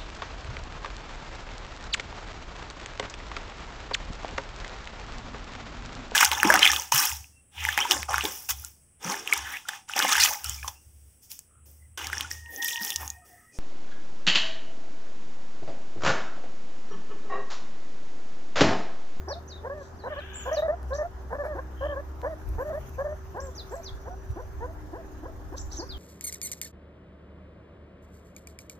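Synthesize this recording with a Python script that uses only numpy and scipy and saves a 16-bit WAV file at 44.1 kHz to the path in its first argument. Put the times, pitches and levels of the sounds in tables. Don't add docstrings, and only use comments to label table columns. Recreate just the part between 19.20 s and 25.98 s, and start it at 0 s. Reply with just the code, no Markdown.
import sys
import numpy as np
from scipy import signal
from scipy.fft import rfft, irfft, next_fast_len
from scipy.io import wavfile
from scipy.ndimage import uniform_filter1d, map_coordinates

SR = 44100
rng = np.random.default_rng(int(sys.argv[2]) if len(sys.argv) > 2 else 0)


def log_audio(samples):
    frames = np.atleast_2d(samples).T
    limited = np.clip(frames, -1, 1)
    pcm = np.round(limited * 32767).astype(np.int16)
    wavfile.write(sys.argv[1], SR, pcm)


N = 298998


def amp(db):
    return 10 ** (np.asarray(db) / 20)


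def unit(x):
    return x / np.sqrt(np.mean(x ** 2) + 1e-20)


def clock():
    return np.arange(N) / SR


def along(points, hz):
    point_hz, value = np.transpose(points)
    return np.interp(np.log(hz + 1), np.log(point_hz + 1), value)


def curves(rows):
    time_s, *columns = np.transpose(rows)
    return [np.interp(clock(), time_s, column) for column in columns]


def wobble(rate):
    knots = rng.standard_normal(int(N * rate / SR) + 4)
    return map_coordinates(knots, [clock() * rate])


def gate(t, start, end, rise, fall):
    opening = np.sin(np.pi / 2 * np.clip((t - start) / rise, 0, 1))
    closing = np.sin(np.pi / 2 * np.clip((end - t) / fall, 0, 1))
    return opening * closing


def swells(rows):
    return sum(amp(db) * np.exp(-.5 * ((clock() - s) / half) ** 2) for s, db, half in rows)


def filtered(x, response):
    size = next_fast_len(N + SR // 2)
    return irfft(rfft(x, size) * response(np.fft.rfftfreq(size, 1 / SR)), size)[..., :N]


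def syllables():
    # start_s, end_s, fundamental_db, overtones_db, first_hz, last_hz, roughness (0-1)
    barks = [(.072, 0.138, -36.5, -43, 334.4, 611, 0.57), (.433, 0.488, -38, -42, 443.4, 529, 0.48),
             (0.833, .894, -39.5, -41.5, 433.5, 560, 0.76), (1.253, 1.307, -36, -38.5, 472, 556, 0.65),
             (1.704, 1.773, -32, -40.5, 516.5, 595, 0.17), (2.102, 2.177, -36.5, -42, 419, 594, 0.7),
             (2.232, 2.28, -34, -55, 495, 626, 1), (2.348, 2.412, -38.5, -42, 341.3, 553, 0.61),
             (2.607, 2.676, -31, -39.5, 516, 611, 0.34), (3.026, 3.091, -32, -40.5, 460, 633, 0.48),
             (3.377, 3.441, -34, -41, 421.3, 584, 0.34), (3.778, 3.833, -31, -40, 512.5, 585, 0.41),
             (4.144, 4.211, -38.5, -40.5, 346, 560, 0.4), (4.508, 4.559, -37, -45, 367, 584, 0.3),
             (4.853, 4.899, -43.5, -47.5, 383, 554, .5), (5.157, 5.217, -40.5, -46, 309.5, 528, 0.33),
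             (5.405, 5.468, -39.5, -41.5, 442.6, 512.4, 0.24), (5.725, 5.783, -40.5, -46, 292, 548, 0.24),
             (6.026, 6.08, -42, -48.5, 291.4, 578, 0.26), (6.316, 6.364, -43.5, -48, 299, 579, 0.2),
             (6.587, 6.65, -40, -45, 305, 531, 0.26)]
    # start_s, end_s, fundamental_db, overtones_db, pitch_hz, glide_hz
    yelps = [(.494, 0.546, -36, -43.5, 568, 35), (.537, 0.634, -43.5, -52.5, 590, -92),
             (0.896, 0.949, -37, -42, 601, -72), (0.958, 1.009, -39.5, -41.5, 577, 63),
             (1.309, 1.359, -27.5, -41, 632, 73), (1.365, 1.411, -26, -42.5, 605, 33),
             (1.419, 1.476, -26, -44, 648.4, 28.5), (1.477, 1.52, -25, -41, 601, 75),
             (1.777, 1.837, -29, -42, 604.4, -14), (2.183, 2.233, -32, -39.5, 579, -46),
             (2.275, 2.35, -36.5, -46.5, 603, -96), (2.681, 2.752, -35, -41, 578, -53),
             (2.751, 2.81, -36, -42, 553, 83), (3.446, 3.503, -35.5, -52, 606, 5),
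             (3.524, 3.593, -34, -47.5, 593, 134), (3.841, 3.881, -31, -46, 602, -9),
             (4.209, 4.308, -44, -51.5, 540.4, -46)]
    # start_s, end_s, fundamental_db, pitch_hz, glide_hz
    whines = [(0.142, .196, -44, 692, 50), (1.514, 1.555, -32.5, 684, 67), (1.822, 1.876, -34, 686, 50),
              (3.087, 3.146, -37, 650, -62), (3.493, 3.528, -33.5, 644, -74),
              (3.873, 3.947, -36, 607.5, 32), (4.553, 4.616, -41.5, 682, 2), (4.891, 4.951, -44.5, 736, 75),
              (5.212, 5.245, -52, 630, 66), (5.469, 5.522, -47, 650, 47), (5.773, 5.823, -45, 663, -37),
              (6.071, 6.109, -48.5, 657, 0)]
    climb_centre, climb_width = .47, 0.1434
    arch_sag = 0.041
    yelp_rough, whine_rough = 0.18, 0.17
    u = np.linspace(0, 1, num=20)
    climb = 1 / (1 + np.exp((climb_centre - u) / climb_width))

    def arch(hz, glide):
        return (hz + glide * (u - .5)) * (1 - arch_sag * (2 * u - 1) ** 2)

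    for start, end, db, overtones_db, first, last, rough in barks:
        yield start, end, db, overtones_db, rough, first + (last - first) * climb
    for start, end, db, overtones_db, hz, glide in yelps:
        yield start, end, db, overtones_db, yelp_rough, arch(hz, glide)
    for start, end, db, hz, glide in whines:
        yield start, end, db, db - 17, whine_rough, arch(hz, glide)


def dog():
    # frequency_hz, level_db
    throat = [(300, 21), (650, 2.5), (1050, 2.5), (1350, -13.5), (1600, 2), (1820, -0.5), (2000, -12.5),
              (2300, -63), (3500, -45)]
    # frequency_hz, density_db (per Hz)
    growl_colour = [(180, -25), (400, -16), (550, 3), (720, 3.5), (1050, -5.5), (1350, -13), (1750, -4.5),
                    (2100, -41), (3500, -41.5)]
    # pitch_hz, relative_db
    mouth = [(320, 1), (420, -11), (600, -3)]
    onset_rough, onset_s = 1, 0.0039
    out, now = np.zeros(N), clock()
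    jitter, shimmer = wobble(260), wobble(110)
    growl = unit(filtered(rng.standard_normal(N), lambda hz: amp(along(growl_colour, hz))))
    orders = np.arange(2, 7)[:, None]
    for start, end, low_db, high_db, rough, pitches in syllables():
        on = (now >= start) & (now < end)
        t = now[on]
        scoop = 1 - 0.12 * np.exp(-(t - start) / 0.0029)
        contour = np.interp(t, np.linspace(start, end, len(pitches)), pitches)
        hz = contour * scoop * (1 + 0.067 * rough * jitter[on])
        phase = 2 * np.pi * np.cumsum(hz) / SR
        strengths = amp(along(throat, orders * hz) - 3.4 * orders)
        overtones = unit(np.sum(strengths * np.sin(orders * phase), axis=0))
        fundamental = unit(amp(along(mouth, hz)) * np.sin(phase))
        voice = amp(low_db) * fundamental + amp(high_db + 1) * overtones
        roughness = 0.83 * rough + onset_rough * np.exp(-(t - start) / onset_s)
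        fluttering = unit(growl[on] * (1 + 0.35 * np.cos(phase)))
        rasp = roughness * np.std(voice) * fluttering
        push = gate(t, start, end, rise=0.014 + 0.014 * rough, fall=0.016)
        out[on] += (voice + rasp) * unit(push * amp(1.8 * shimmer[on]))
    return amp(0.06) * out


def whistles():
    # start_s, end_s, top_hz, bottom_hz, fall_s, closing_turn_hz, level_db,
    # hook_db (extra level on the opening hook)
    slurs = [(0.084, 0.151, 5870, 3040, 0.037, 0, -41, -1),
             (0.275, 0.393, 6600, 3520, 0.024, 334, -43.5, -8.5),
             (0.765, 0.882, 6200, 3855, 0.022, 230, -54.5, -12),
             (0.958, 1.04, 6300, 3440, 0.02, 2, -54, -20),
             (1.328, 1.423, 6600, 3500, 0.025, 343, -39.5, -3.5),
             (4.349, 4.423, 6440, 3020, 0.036, 8, -40, -7), (4.63, 4.697, 6510, 3010, 0.031, -5, -40, -7.5),
             (6.568, 6.613, 6550, 3580, 0.026, 3, -39.5, 1), (6.662, 6.772, 6020, 2860, 0.045, 0, -40, -20)]
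    # start_s, end_s, top_hz, glide_hz, level_db, legs_db (extra on rising and falling legs)
    arches = [(1.129, 1.244, 7200, -650, -42.5, -23), (1.731, 1.768, 6040, 695, -50, 2),
              (1.749, 1.788, 6480, 0, -48, -8), (4.202, 4.274, 7540, 0, -52.5, 15),
              (4.493, 4.57, 7720, 198, -59.5, 17), (6.38, 6.42, 7470, 0, -45.5, 13.5),
              (6.514, 6.544, 6400, 0, -38, -8)]
    hook_s, hook_rise_s, fall_shape = 0.0089, .014, 1.4
    turn_s, turn_width_s = .087, 0.01395
    break_s, break_width_s = .029, 0.0035
    hold_s, fade_db_per_s = 0.036, 152
    arch_drop_hz, arch_rise_s, arch_fall_s = 2716, .0075, .004
    for start, end, top, bottom, fall_s, turn_hz, db, hook_db in slurs:
        t = np.arange(0, end - start, 1 / SR)
        leg_s = np.where(t < hook_s, hook_rise_s, fall_s)
        height = np.exp(-np.abs((t - hook_s) / leg_s) ** fall_shape)
        turn = turn_hz * np.exp(-((t - turn_s) / turn_width_s) ** 2)
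        shape_db = hook_db / (1 + np.exp((t - break_s) / break_width_s))
        fade_db = fade_db_per_s * np.maximum(t - hold_s, 0)
        yield start + t, bottom + (top - bottom) * height + turn, db + shape_db - fade_db
    for start, end, top, glide, db, legs_db in arches:
        t = np.arange(0, end - start, 1 / SR)
        feet = np.exp(-t / arch_rise_s) + np.exp((t - t[-1]) / arch_fall_s)
        hz = top + glide * (t / t[-1] - .5) - arch_drop_hz * feet
        yield start + t, hz, db + legs_db * feet


def chirps():
    # time_s, level_db, half_length_s
    husks = [(.64, -63.5, 0.038), (1.748, -51.5, 0.0077), (6.378, -47.5, 0.0086), (6.53, -49, 0.015),
             (6.562, -48.5, 0.01)]
    # frequency_hz, density_db (per Hz)
    husk_colour = [(2500, -26), (3900, -7.5), (4900, -11), (6000, -4), (7300, -7.5), (8600, -29.5)]
    out, now = np.zeros(N), clock()
    quaver, flutter = wobble(600), wobble(250)
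    for s, hz, db in whistles():
        on = (now >= s[0]) & (now < s[-1])
        t = now[on]
        pitch = np.interp(t, s, hz) * (1 + 0.009 * quaver[on])
        phase = 2 * np.pi * np.cumsum(pitch) / SR
        envelope = gate(t, t[0], t[-1], rise=.004, fall=.004)
        level = amp(np.interp(t, s, db) + 2.4 * flutter[on]) * envelope
        out[on] += level * np.sin(phase)
    husk = unit(filtered(rng.standard_normal(N), lambda hz: amp(along(husk_colour, hz))))
    return amp(0.5) * out + swells(husks) * husk * amp(2.6 * flutter)


def rattle(levels, resonances, click_hz, scatter):
    cycles = np.cumsum(click_hz * (1 + 0.01777 * wobble(30))) / SR
    click = cycles.astype(int)
    since = cycles % 1 / click_hz
    ring = np.zeros(N)
    for hz, width, db in resonances:
        detune, strength = rng.standard_normal((SR, 2))[click].T
        strokes = np.exp(-width * since) * (1 - np.exp(-since / 0.0017))
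        gain = amp(db + 1.7 * strength + 4.7 * wobble(900))
        ring += gain * strokes * np.sin(2 * np.pi * hz * (1 + scatter * detune) * since)
    ring = filtered(ring, lambda hz: 1 / (1 + (hz / 4100) ** 12))
    envelope = gate(clock(), levels[0][0], levels[-1][0], rise=0.029, fall=.015)
    return unit(ring) * amp(curves(levels)[0]) * envelope


def crickets():
    # start_s, end_s, pitch_hz, level_db
    trills = [(1.448, 1.748, 5700, -79), (2.377, 2.7, 6380, -78), (2.99, 4.151, 5910, -75),
              (3.68, 4.124, 6350, -73), (4.738, 5.3, 5890, -69.5), (5.186, 5.565, 6350, -71)]
    t = clock()
    strokes = amp(1.8 * wobble(25)) * (1 + .5 * np.sin(2 * np.pi * 55 * t))
    drift = 2 * np.pi * np.cumsum(50 * wobble(300)) / SR
    out = np.zeros(N)
    for start, end, hz, db in trills:
        envelope = gate(t, start, end, rise=0.075, fall=.06)
        out += amp(db) * envelope * np.sin(2 * np.pi * hz * t + drift)
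    return strokes * out


def engines():
    # time_s, firing_hz
    revs = [(0, 74.5), (.85, 84), (1.25, 65.5), (2.3, 64), (3.3, 72.5), (4.2, 77), (4.55, 66), (5.1, 68),
            (5.5, 79.5), (6.78, 82)]
    # time_s, level_db
    drone = [(0, -42), (.7, -47.5), (1.66, -40.5), (2.5, -40), (4.3, -47), (4.7, -50), (5.2, -63.5),
             (6.78, -62)]
    # time_s, firing_hz, level_db
    second_engine = [(3.3, 119.5, -80), (3.6, 127.7, -52), (3.9, 139, -56.5), (4.5, 146.7, -60.5),
                     (5.4, 156.8, -64.5), (6.78, 168.5, -74)]
    beat_hz, beat_depth, trough_s = 2.27, 0.18, 2.783
    phase = 2 * np.pi * np.cumsum(curves(revs)[0] * (1 + 0.0046 * wobble(12))) / SR
    throb = 1 - beat_depth * np.cos(2 * np.pi * beat_hz * (clock() - trough_s))
    firing = unit(np.sin(phase) + amp(-21) * np.sin(2 * phase))
    first = throb * amp(curves(drone)[0] + 2.9 * wobble(6.4)) * firing
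    hz, db = curves(second_engine)
    second = amp(db + 2 * wobble(6)) * unit(np.sin(2 * np.pi * np.cumsum(hz) / SR))
    return first + second


def machines():
    # start_s, end_s, pitch_hz, level_db
    hums = [(-.3, 7.6, 120, -62), (-.3, 1.34, 385.3, -55), (1.4, 4.77, 382.7, -58.5),
            (3.25, 6.9, 385.1, -55), (2.25, 3.5, 312.4, -54.5), (5.3, 7, 308, -56),
            (5.7, 6.9, 269.2, -60.5)]
    out = np.zeros(N)
    for start, end, hz, db in hums:
        level = amp(db + 1.94 * wobble(11.0)) * gate(clock(), start, end, rise=0.07, fall=0.08)
        out += level * unit(np.sin(2 * np.pi * np.cumsum(hz + 2.52 * wobble(20)) / SR))
    return out


def rush(spectrum, alike, patchy_db):
    z = signal.stft(rng.standard_normal((2, N)), nperseg=512)[2]
    patches = uniform_filter1d(rng.standard_normal(z.shape[1:]), size=6, axis=0)
    patches = unit(uniform_filter1d(patches, size=14, axis=1))
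    pair = signal.istft(z * amp(patchy_db * patches), nperseg=512)[1][:, :N]

    def mid_side(hz):
        turn = np.arccos(np.clip(along(alike, hz), -1, 1)) / 2
        return amp(along(spectrum, hz)) * np.array([np.cos(turn), np.sin(turn)])

    mid, side = filtered(pair, mid_side)
    return unit(np.array([mid + side, mid - side]))


def air():
    # time_s, level_db
    wind_levels = [(0, -51), (2.8, -43.5), (3.5, -42), (4.5, -46.5), (5.3, -38.5), (5.7, -43),
                   (6.78, -38.5)]
    # time_s, level_db, half_length_s
    buffets = [(3.333, -32.5, 0.052), (4.739, -33.5, 0.019), (5.111, -25, 0.014), (5.42, -37, 0.035),
               (6.46, -38.5, 0.022)]
    # frequency_hz, density_db (per Hz)
    rumble = [(15, -14.5), (60, 1.5), (100, -7), (200, -40.5), (350, -65)]
    country_colour = [(100, -6.5), (200, -2.5), (520, -5.5), (900, -6), (1700, -12), (2200, -25.5),
                      (4500, -31), (6200, -28), (9000, -42)]
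    hiss = [(2000, 5), (4000, -7), (6500, 2.5), (8500, -13), (12500, -1), (15500, -2)]
    # frequency_hz, likeness (0-1)
    wind_alike = [(30, 0.45), (100, 0.78)]
    alike = [(30, 1), (100, 0.81), (300, 0.97), (640, 0.39), (1400, 0.12), (3000, 0.025), (15000, 0)]
    # time_s, level_db
    fizz_levels = [(0, -74.5), (.8, -79.5), (1.18, -69.5), (1.28, -65), (1.41, -62.5), (1.46, -94),
                   (1.68, -70.5), (1.85, -75.5), (2.95, -72.5), (3.68, -65), (3.91, -72.5), (4.55, -65.5),
                   (4.8, -72.5), (6.1, -73), (6.78, -69)]
    flicker_hz, flicker_depth_db = 17, 2.5
    wind_gain = np.hypot(amp(curves(wind_levels)[0]), swells(buffets))
    wind = wind_gain * rush(rumble, wind_alike, patchy_db=0.5)
    country = amp(-49.5) * rush(country_colour, alike, patchy_db=1.5)
    flicker_phase = 2 * np.pi * np.cumsum(flicker_hz * (1 + .25 * wobble(9))) / SR
    flicker_db = flicker_depth_db * np.sin(flicker_phase)
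    fizz_gain = amp(curves(fizz_levels)[0] + 8.5 + flicker_db + 1.3 * wobble(700))
    fizz = fizz_gain * rush(hiss, alike, patchy_db=3.5)
    return wind + country + fizz


def ticks():
    # time_s, level_db, lowest_hz, highest_hz
    contacts = [(1.63, -49.5, 1007, 12100), (3.0167, -30.5, 60, 1190), (3.29, -37.5, 12200, 16100),
                (3.693, -43, 9000, 15900), (4.555, -46, 5000, 14900)]
    out, t = np.zeros(N), np.arange(SR // 50) / SR
    for s, db, low_hz, high_hz in contacts:
        edges = np.clip([low_hz, max(high_hz, 1.1 * low_hz)], 20, SR / 2 - 1)
        band = signal.butter(1, edges, "bandpass", fs=SR)
        burst = amp(db - 60 * t / 0.009) * rng.standard_normal(len(t))
        out[round(s * SR):][:len(t)] += signal.lfilter(*band, burst)
    return out


def outdoors(x, lead_ms, pan_db, scatter_db):
    # frequency_hz, t60_s
    decay = [(300, 0.21), (1500, 0.18), (4000, 0.2), (8000, 0.28)]
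    side = np.array([[.5], [-.5]])
    direct = filtered(x, lambda hz: amp(side * pan_db) * np.exp(2j * np.pi * hz * side * lead_ms / 1000))
    hz, t, z = signal.stft(rng.standard_normal((2, SR // 2)), SR, nperseg=256)
    tail = signal.istft(z * amp(-60 * t / along(decay, hz)[:, None]), SR, nperseg=256)[1]
    tail = tail / np.linalg.norm(tail[0])
    return direct + amp(scatter_db) * signal.fftconvolve(x[None], tail, axes=1)[:, :N]


def scene():
    # time_s, level_db
    long_levels = [(.87, -61.5), (.94, -51), (1.1, -52.5), (1.25, -50.5), (1.39, -54), (1.44, -85)]
    short_levels = [(2.56, -66), (2.65, -57.5), (2.72, -57), (2.75, -81)]
    # frequency_hz, damping (decay rate per second), relative_db
    long_resonances = [(1609, 79, -0.5), (2373, 210, -1.5), (2840, 150, -1), (3343, 107, -2.5)]
    short_resonances = [(2930, 110, 1), (3150, 150, 12), (3370, 170, -8)]
    long_rattle = rattle(long_levels, long_resonances, click_hz=72.96, scatter=.05)
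    short_rattle = rattle(short_levels, short_resonances, click_hz=66.0, scatter=0.013)
    yelping = outdoors(dog(), lead_ms=0.17, pan_db=0.2, scatter_db=-13.5)
    birds = outdoors(chirps(), lead_ms=0.5015, pan_db=-0.5, scatter_db=-3.5)
    scold = outdoors(long_rattle, lead_ms=0.15, pan_db=9.5, scatter_db=2.0)
    second_scold = outdoors(short_rattle, lead_ms=0.58, pan_db=12.0, scatter_db=-8)
    insects = outdoors(crickets(), lead_ms=0, pan_db=0, scatter_db=-1)
    motors = outdoors(engines() + machines(), lead_ms=0.22, pan_db=0.8, scatter_db=-42.0)
    return yelping + birds + scold + second_scold + insects + motors + air() + ticks()


def record(dry):
    return filtered(dry, lambda hz: hz < 15550)


dry = scene()
out = record(dry)
log_audio(out)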